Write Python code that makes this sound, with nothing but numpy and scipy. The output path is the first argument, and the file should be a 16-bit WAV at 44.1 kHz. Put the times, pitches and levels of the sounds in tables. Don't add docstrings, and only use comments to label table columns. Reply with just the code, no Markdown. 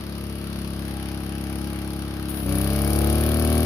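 import sys
import numpy as np
from scipy import signal
from scipy.fft import rfft, irfft, next_fast_len
from scipy.io import wavfile
from scipy.ndimage import uniform_filter1d

SR = 44100
rng = np.random.default_rng(int(sys.argv[2]) if len(sys.argv) > 2 else 0)


def undo_db(level):
    steps = np.asarray(level, float) / 20
    return 10 ** steps


def pcm_store(signal):
    levels = np.round(np.clip(np.atleast_2d(signal), -1, 1) * 32767)
    wavfile.write(sys.argv[1], SR, levels.astype(np.int16).T)


N = 160965


def read(table, hz):
    table = np.array(table, float)
    return np.interp(np.log(np.maximum(hz, 1)), np.log(table[:, 0]), table[:, 1])


def unit(x):
    return x / np.sqrt(np.mean(x ** 2))


def walk(rate_hz):
    hold = int(SR / rate_hz)
    steps = np.repeat(rng.standard_normal(N // hold + 1), hold)
    return unit(uniform_filter1d(uniform_filter1d(steps, hold), hold)[:N])


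# (multiple of the firing rate, level [dB])
FAR_IDLE = [(1, -35), (2, 0), (3, -3), (4, -8.5), (5, -2), (6, -2), (7, -6.5), (8, -30), (9, -7),
            (10, -9.5), (11, -18), (12, -23), (13, -18), (14, -35), (15, -30), (16, -27), (17, -21),
            (18, -23), (19, -26), (20, -34), (21, -32), (22, -29), (23, -27), (24, -36)]
IDLE = [(1, -42), (2, 0.5), (3, -4), (4, -8.5), (5, -4), (6, -4.5), (7, -7), (8, -17), (9, -4), (10, -10),
        (11, -17), (12, -19.5), (13, -18), (14, -35), (15, -26.5), (16, -31), (17, -24.5), (18, -30),
        (19, -28.5), (20, -31.5), (21, -29.5), (22, -21), (23, -37.5), (24, -16.5)]
LUGGING = [(1, -42), (2, 0), (3, -3), (4, -5.5), (5, -7), (6, -3), (7, -17), (8, -13), (9, -2.5), (10, -21),
           (11, -16), (12, -28), (13, -17.5), (14, -27), (15, -29), (16, -28), (17, -11.5), (18, -28),
           (19, -22), (20, -22), (21, -35), (22, -21), (23, -31), (24, -25)]
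CATCHING = [(1, -33), (2, 0), (3, -5), (4, -3.5), (5, -13), (6, -2.5), (7, -21), (8, -12), (9, -7.5),
            (10, -16), (11, -23), (12, -14), (13, -15), (14, -29), (15, -23), (16, -23), (17, -10.5),
            (18, -30), (19, -17.5), (20, -20), (21, -37), (22, -20), (23, -24), (24, -23)]
PULLING = [(1, -34), (2, 1), (3, -5.5), (4, -7), (5, -25), (6, -6), (7, -22), (8, -12.5), (9, -5.5),
           (10, -10.5), (11, -18.5), (12, -20), (13, -16.5), (14, -15), (15, -40), (16, -19), (17, -11),
           (18, -24), (19, -24), (20, -17), (21, -18), (22, -30), (23, -18), (24, -34)]
REVVED = [(1, -27), (2, 0.5), (3, -6), (4, -9), (5, -24), (6, -3), (7, -9), (8, -13.5), (9, -9.5),
          (10, -12), (11, -22.5), (12, -16.5), (13, -24.5), (14, -26), (15, -15), (16, -16), (17, -17.5),
          (18, -16.5), (19, -25), (20, -18.5), (21, -31), (22, -34), (23, -35), (24, -25)]
LUG_HZ, CATCH_HZ, PULL_HZ, REV_HZ = 33.4, 34.44, 35.67, 37.88
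IDLE_PULSE, PULL_PULSE, REV_PULSE = (.365, .005, -.07), (.353, -.016, -.1), (.78, .023, .11)
PULSE_ORDER = 4
SILENCER_ORDER, TRAIL_TURNS = 12, .04
WOBBLE_DB, WOBBLE_PER_ORDER_DB, DRIFT_PER_ORDER_RAD = 0.64, .03, .011
LOAD_STEADIES = .7


def exhaust(turn, hz, load, far):
    orders = np.arange(1, len(IDLE) + 1)
    states = []
    for table, (at, ahead, lead) in ((FAR_IDLE, IDLE_PULSE), (IDLE, IDLE_PULSE), (LUGGING, PULL_PULSE),
                                     (CATCHING, PULL_PULSE), (PULLING, PULL_PULSE), (REVVED, REV_PULSE)):
        db = np.array(table, float)[:, 1]
        turns = orders * at - ahead * (orders - PULSE_ORDER) ** 2 + lead * (-1) ** orders
        if table is REVVED:
            turns = turns + TRAIL_TURNS * np.maximum(orders - SILENCER_ORDER, 0) ** 2
        rad = np.pi - 2 * np.pi * turns
        states.append(undo_db(db) * np.exp(1j * rad * (orders != 2)))
    states = np.array(states)

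    place = np.interp(hz, [LUG_HZ, CATCH_HZ, PULL_HZ, REV_HZ], [1, 2, 3, 4])
    loaded = [load * np.clip(1 - abs(place - k), 0, 1) for k in range(1, 5)]
    share = np.array([far, 1 - load - far] + loaded)

    out, loose = np.zeros((2, N)), 1 - LOAD_STEADIES * load
    for k, mix in zip(orders, states.T):
        wobble_db = (WOBBLE_DB + WOBBLE_PER_ORDER_DB * k) * walk(10.01)
        drift_rad = DRIFT_PER_ORDER_RAD * k * walk(14)
        level = (abs(mix) @ share) * undo_db(loose * wobble_db)
        phase = 2 * np.pi * k * turn + np.angle(mix @ share) + loose * drift_rad
        apart = k * (0.0082 * walk(7.19) + .015j * walk(4.84))
        out += (level * np.exp(1j * phase) * np.exp([apart, -apart])).real
    return out / np.sqrt(np.sum(abs(states) ** 2, axis=1) @ share / 2)


# (turn of the cycle, rise [turns], fall [turns], level [dB], lift under load [dB])
PUFFS = [
    (.36, .075, .15, 4, 0),
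    (.83, .06, .1, -5, -8),
    (.09, .06, .08, -14, 5),
]
PUFF_SCATTER_DB, BAND_SCATTER_DB = 1.2, 1.6
LOAD_SHORTENS = 0.23


def puffs(turn, load, common):
    out = 0
    for (at, rise, fall, db, load_db), both in zip(PUFFS, common):
        since = turn - at + 1
        alone = rng.standard_normal(len(both))
        scatter_db = PUFF_SCATTER_DB * np.tanh(both) + BAND_SCATTER_DB * np.tanh(alone)
        size = undo_db(load_db * load) * undo_db(db + scatter_db)[since.astype(int)]
        p = since % 1
        out = out + size * (1 - np.exp(-(p / rise) ** 2)) * np.exp(-p / fall / (1 - LOAD_SHORTENS * load))
    return unit(out)


# (frequency [Hz], likeness [0-1])
ALIKE = [(100, 1), (600, 1), (1400, 0.28), (3000, 0.19), (15000, 0)]


def pair_noise():
    hz = np.arange(N // 2 + 1) * SR / N
    alike = np.clip(read(ALIKE, hz), 0, 1)
    mid, side = rfft(rng.standard_normal((2, N)))
    return hz, np.sqrt((1 + alike) / 2) * mid + np.sqrt((1 - alike) / 2) * side * np.array([[1], [-1]])


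# (frequency [Hz], density [dB per Hz])
RATTLE = [(30, 1), (250, 5), (600, 2.5), (1000, 0), (1300, 0.5), (2000, -3), (4500, -4), (16000, -10)]
# (frequency [Hz], width [Hz], lift [dB])
CASING = [(1240, 77, 1.5), (1600, 200, 2), (2450, 530, 1), (2960, 360, 2.5), (4200, 167, 0.5),
          (11300, 280, 4.5)]
# (frequency [Hz], share [0-1])
GATED = [(200, .3), (1000, .2), (3000, .3), (6000, .5), (10000, .88), (11500, .7), (13500, .5)]
LOAD_GATES, FLICKER_DB = .1, 1
LOAD_MID_DB, LOAD_TREBLE_DB = -2, 9.5


def rattle(turn, load):
    hz, noise = pair_noise()
    panels_db = sum(db * np.exp(-((hz - f) / w) ** 2) for f, w, db in CASING)
    noise = noise * undo_db(read(RATTLE, hz) + panels_db)
    scale = np.std(irfft(noise * (hz > 1500) * (hz < 6000), N))
    load_lift = [(300, 3.16), (1200, LOAD_MID_DB), (2200, 0.56), (6000, 3.6), (9000, LOAD_TREBLE_DB)]
    out, common = 0, rng.standard_normal((len(PUFFS), 256))
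    for centre in 30 * 2 ** np.arange(0, 9.6, .5):
        octaves = np.log2(np.maximum(hz, 1) / centre)
        band = irfft(noise * np.cos(np.pi * np.clip(octaves, -.5, .5)) ** 2, N)
        gated = np.clip(read(GATED, centre) + LOAD_GATES * load, 0, 1)
        pulsing = np.sqrt(1 - gated + gated * puffs(turn, load, common) ** 2)
        out = out + band * pulsing * undo_db(load * read(load_lift, centre) + FLICKER_DB * walk(14))
    return out / scale


# (turn of the cycle, level [dB], lift under load [dB])
KNOCKS = [(.49, 5.5, -5), (.6, 2, -4.5), (0.751, 4, -6), (0.991, 2.5, -13), (.1, -7.5, 16), (.27, -10, 12)]
# (frequency [Hz], time to fall 60 dB [s], level [dB], left minus right [dB], lift while far [dB])
KNOCK_MODES = [(588, 0.02, -0.5, 4.5, 2), (910, 0.011, -23.5, 2, -3), (1164, 0.023, -6, 8.5, 1),
               (1319, 0.022, -3.5, 1, 2), (1554, 0.014, -6, 4.5, -2), (1767, 0.013, -9, 2, -4),
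               (2276, 0.017, -6.5, 5.5, -8), (4550, 0.017, -7.5, 4.5, 6)]
KNOCK_JITTER_S, KNOCK_SCATTER_DB, KNOCK_PUSH_SAMPLES = .00004, 1., 12
KNOCK_DB, KNOCK_LOAD_DB = -9, 4.5


def knocks(turn, load, far):
    hits, cycles = np.zeros(N), np.arange(int(turn[-1]) + 1)
    for at, db, load_db in KNOCKS:
        late, scatter = rng.standard_normal((256, 2))[cycles].T
        where = np.interp(cycles + at, turn, np.arange(N)) + KNOCK_JITTER_S * SR * late
        where = np.clip(where, 0, N - 2)
        first = where.astype(int)
        size = undo_db(db + load_db * load[first] + KNOCK_SCATTER_DB * scatter)
        np.add.at(hits, first, size * (1 - where % 1))
        np.add.at(hits, first + 1, size * (where % 1))
    hits, out = uniform_filter1d(hits, size=KNOCK_PUSH_SAMPLES), 0
    for hz, t60, db, pan_db, far_db in KNOCK_MODES:
        pole = np.exp((2j * np.pi * hz - np.log(1000) / t60) / SR)
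        ring = signal.lfilter([1], [1, -pole], hits).imag
        out = out + unit(ring) * undo_db(db + far_db * far + np.array([[pan_db], [-pan_db]]) / 2)
    return out * undo_db(KNOCK_DB + KNOCK_LOAD_DB * load)


# (time [s], peak level [dB])
SLAPS = [(2.0199, -11), (2.2245, -17), (2.4917, -16), (2.584, -21), (2.6434, -22), (2.7305, -23),
         (2.9027, -21), (3.0717, -2.5), (3.1008, -6.5), (3.1533, -15), (3.2093, -22), (3.2895, -17),
         (3.3444, -6), (3.4222, -19), (3.528, -28)]
SLAP_DB, SLAP_RISE_S, SLAP_FALL_S = -17, .0015, 0.00099


def slaps(t):
    hz, noise = pair_noise()
    crack = unit(irfft(noise * np.clip(hz / 9000, 0, 1) ** 2, N))
    env = 0
    for start, db in SLAPS:
        rise = np.clip((t - start) / SLAP_RISE_S, 0, 1)
        env = env + undo_db(db + SLAP_DB) * rise * np.exp(-np.clip(t - start, 0, None) / SLAP_FALL_S)
    return crack * env


# (time [s], length [s], level [dB])
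LEVER = [
    (2.289, 0.016, -32.5),
    (2.337, 0.052, -39),
    (2.387, 0.061, -42),
]
LATCH_HZ, LATCH_T60_S, LATCH_DB = 6700, 0.04, -37


def toaster(t):
    hz, noise = pair_noise()
    colour = [(2000, -17), (6000, -16), (11000, -3.5), (15000, -4)]
    rub = unit(irfft(noise * undo_db(read(colour, hz)), N))
    env = 0
    for start, length, db in LEVER:
        rise = np.clip((t - start) / 0.0043, 0, 1)
        env = env + undo_db(db) * rise * np.exp(-np.clip(t - start - length, 0, None) / 0.02)
    since = np.clip(t - LEVER[0][0], 0, None)
    ping = undo_db(LATCH_DB - 60 * since / LATCH_T60_S) * np.sin(2 * np.pi * LATCH_HZ * since)
    return rub * env * undo_db(1.3 * walk(200)) + ping


# (time [s], firing rate [Hz], exhaust level [dB], rattle level [dB])
ENGINE = [(0.0, 35.08, -35, -45.5), (0.08, 34.9, -33.5, -46.5), (0.53, 34.33, -31.5, -45.5),
          (1.24, 33.93, -31, -45.5), (1.55, 34.51, -30, -45.5), (1.88, 34.52, -30.5, -45),
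          (2.16, 34.14, -31, -45.5), (2.35, 34.46, -30.5, -45), (2.39, 33.93, -31, -43.5),
          (2.451, 32.57, -27, -45), (2.5, 32.53, -23, -41.5), (2.58, 33.33, -23, -41.5),
          (2.742, 34.67, -23, -40), (3.08, 36.12, -20.5, -40), (3.4, 38.13, -21.5, -39.5),
          (3.6, 39, -20, -40), (3.65, 39.66, -22, -40)]
START_TURN, RATE_TRIM = .125, .9976
LOAD_S, LOAD_RISE_S = 2.46, .04
ARRIVES_S, APPROACH_S = 0.97, 0.31


def scene():
    t = np.arange(N) / SR
    s, *curves = np.array(ENGINE, float).T
    hz, exhaust_db, rattle_db = (np.interp(t, s, c) for c in curves)
    turn = START_TURN + RATE_TRIM * np.cumsum(hz) / SR
    load = np.clip((t - LOAD_S) / LOAD_RISE_S + .5, 0, 1)
    far = np.clip((ARRIVES_S - t) / APPROACH_S, 0, 1)
    engine = undo_db(exhaust_db) * exhaust(turn, hz, load, far)
    clatter = undo_db(rattle_db) * (rattle(turn, load) + knocks(turn, load, far))
    return engine + clatter + slaps(t) + toaster(t)


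def roll_off(x):
    return signal.sosfilt(signal.butter(12, 15840, fs=SR, output="sos"), x)


# (frequency [Hz], level [dB])
LEFT_PORT = [(4800, 0.5), (6600, -6.5), (7600, -21.5), (8900, -12), (9400, 5.5), (9900, 12), (11300, 2.5),
             (15500, -3)]
RIGHT_PORT = [(5300, 1.5), (6600, -10), (7500, -23.5), (8300, -11), (9000, -20), (9900, -8), (10900, -24),
              (13000, 3), (15500, -8)]
# (frequency [Hz], left minus right [dB])
LEAN = [(60, 3), (200, 3.5), (380, 6.5), (800, 0.5), (2400, 7), (4400, 2.5)]
RIGHT_LATE_S, TOP_HZ = .00015, 15600


def record(dry):
    size = next_fast_len(N + 4096)
    hz = np.arange(size // 2 + 1) * SR / size
    lean = read(LEAN, hz) / 2
    ports_db = np.array([read(LEFT_PORT, hz) + lean, read(RIGHT_PORT, hz) - lean])
    ports = undo_db(ports_db) * (hz < TOP_HZ) + 0j
    ports[1] *= np.exp(-2j * np.pi * hz * RIGHT_LATE_S)
    heard = irfft(rfft(dry, size) * ports, size)[:, :N]
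    return roll_off(heard)


dry = scene()
out = record(dry)
pcm_store(out)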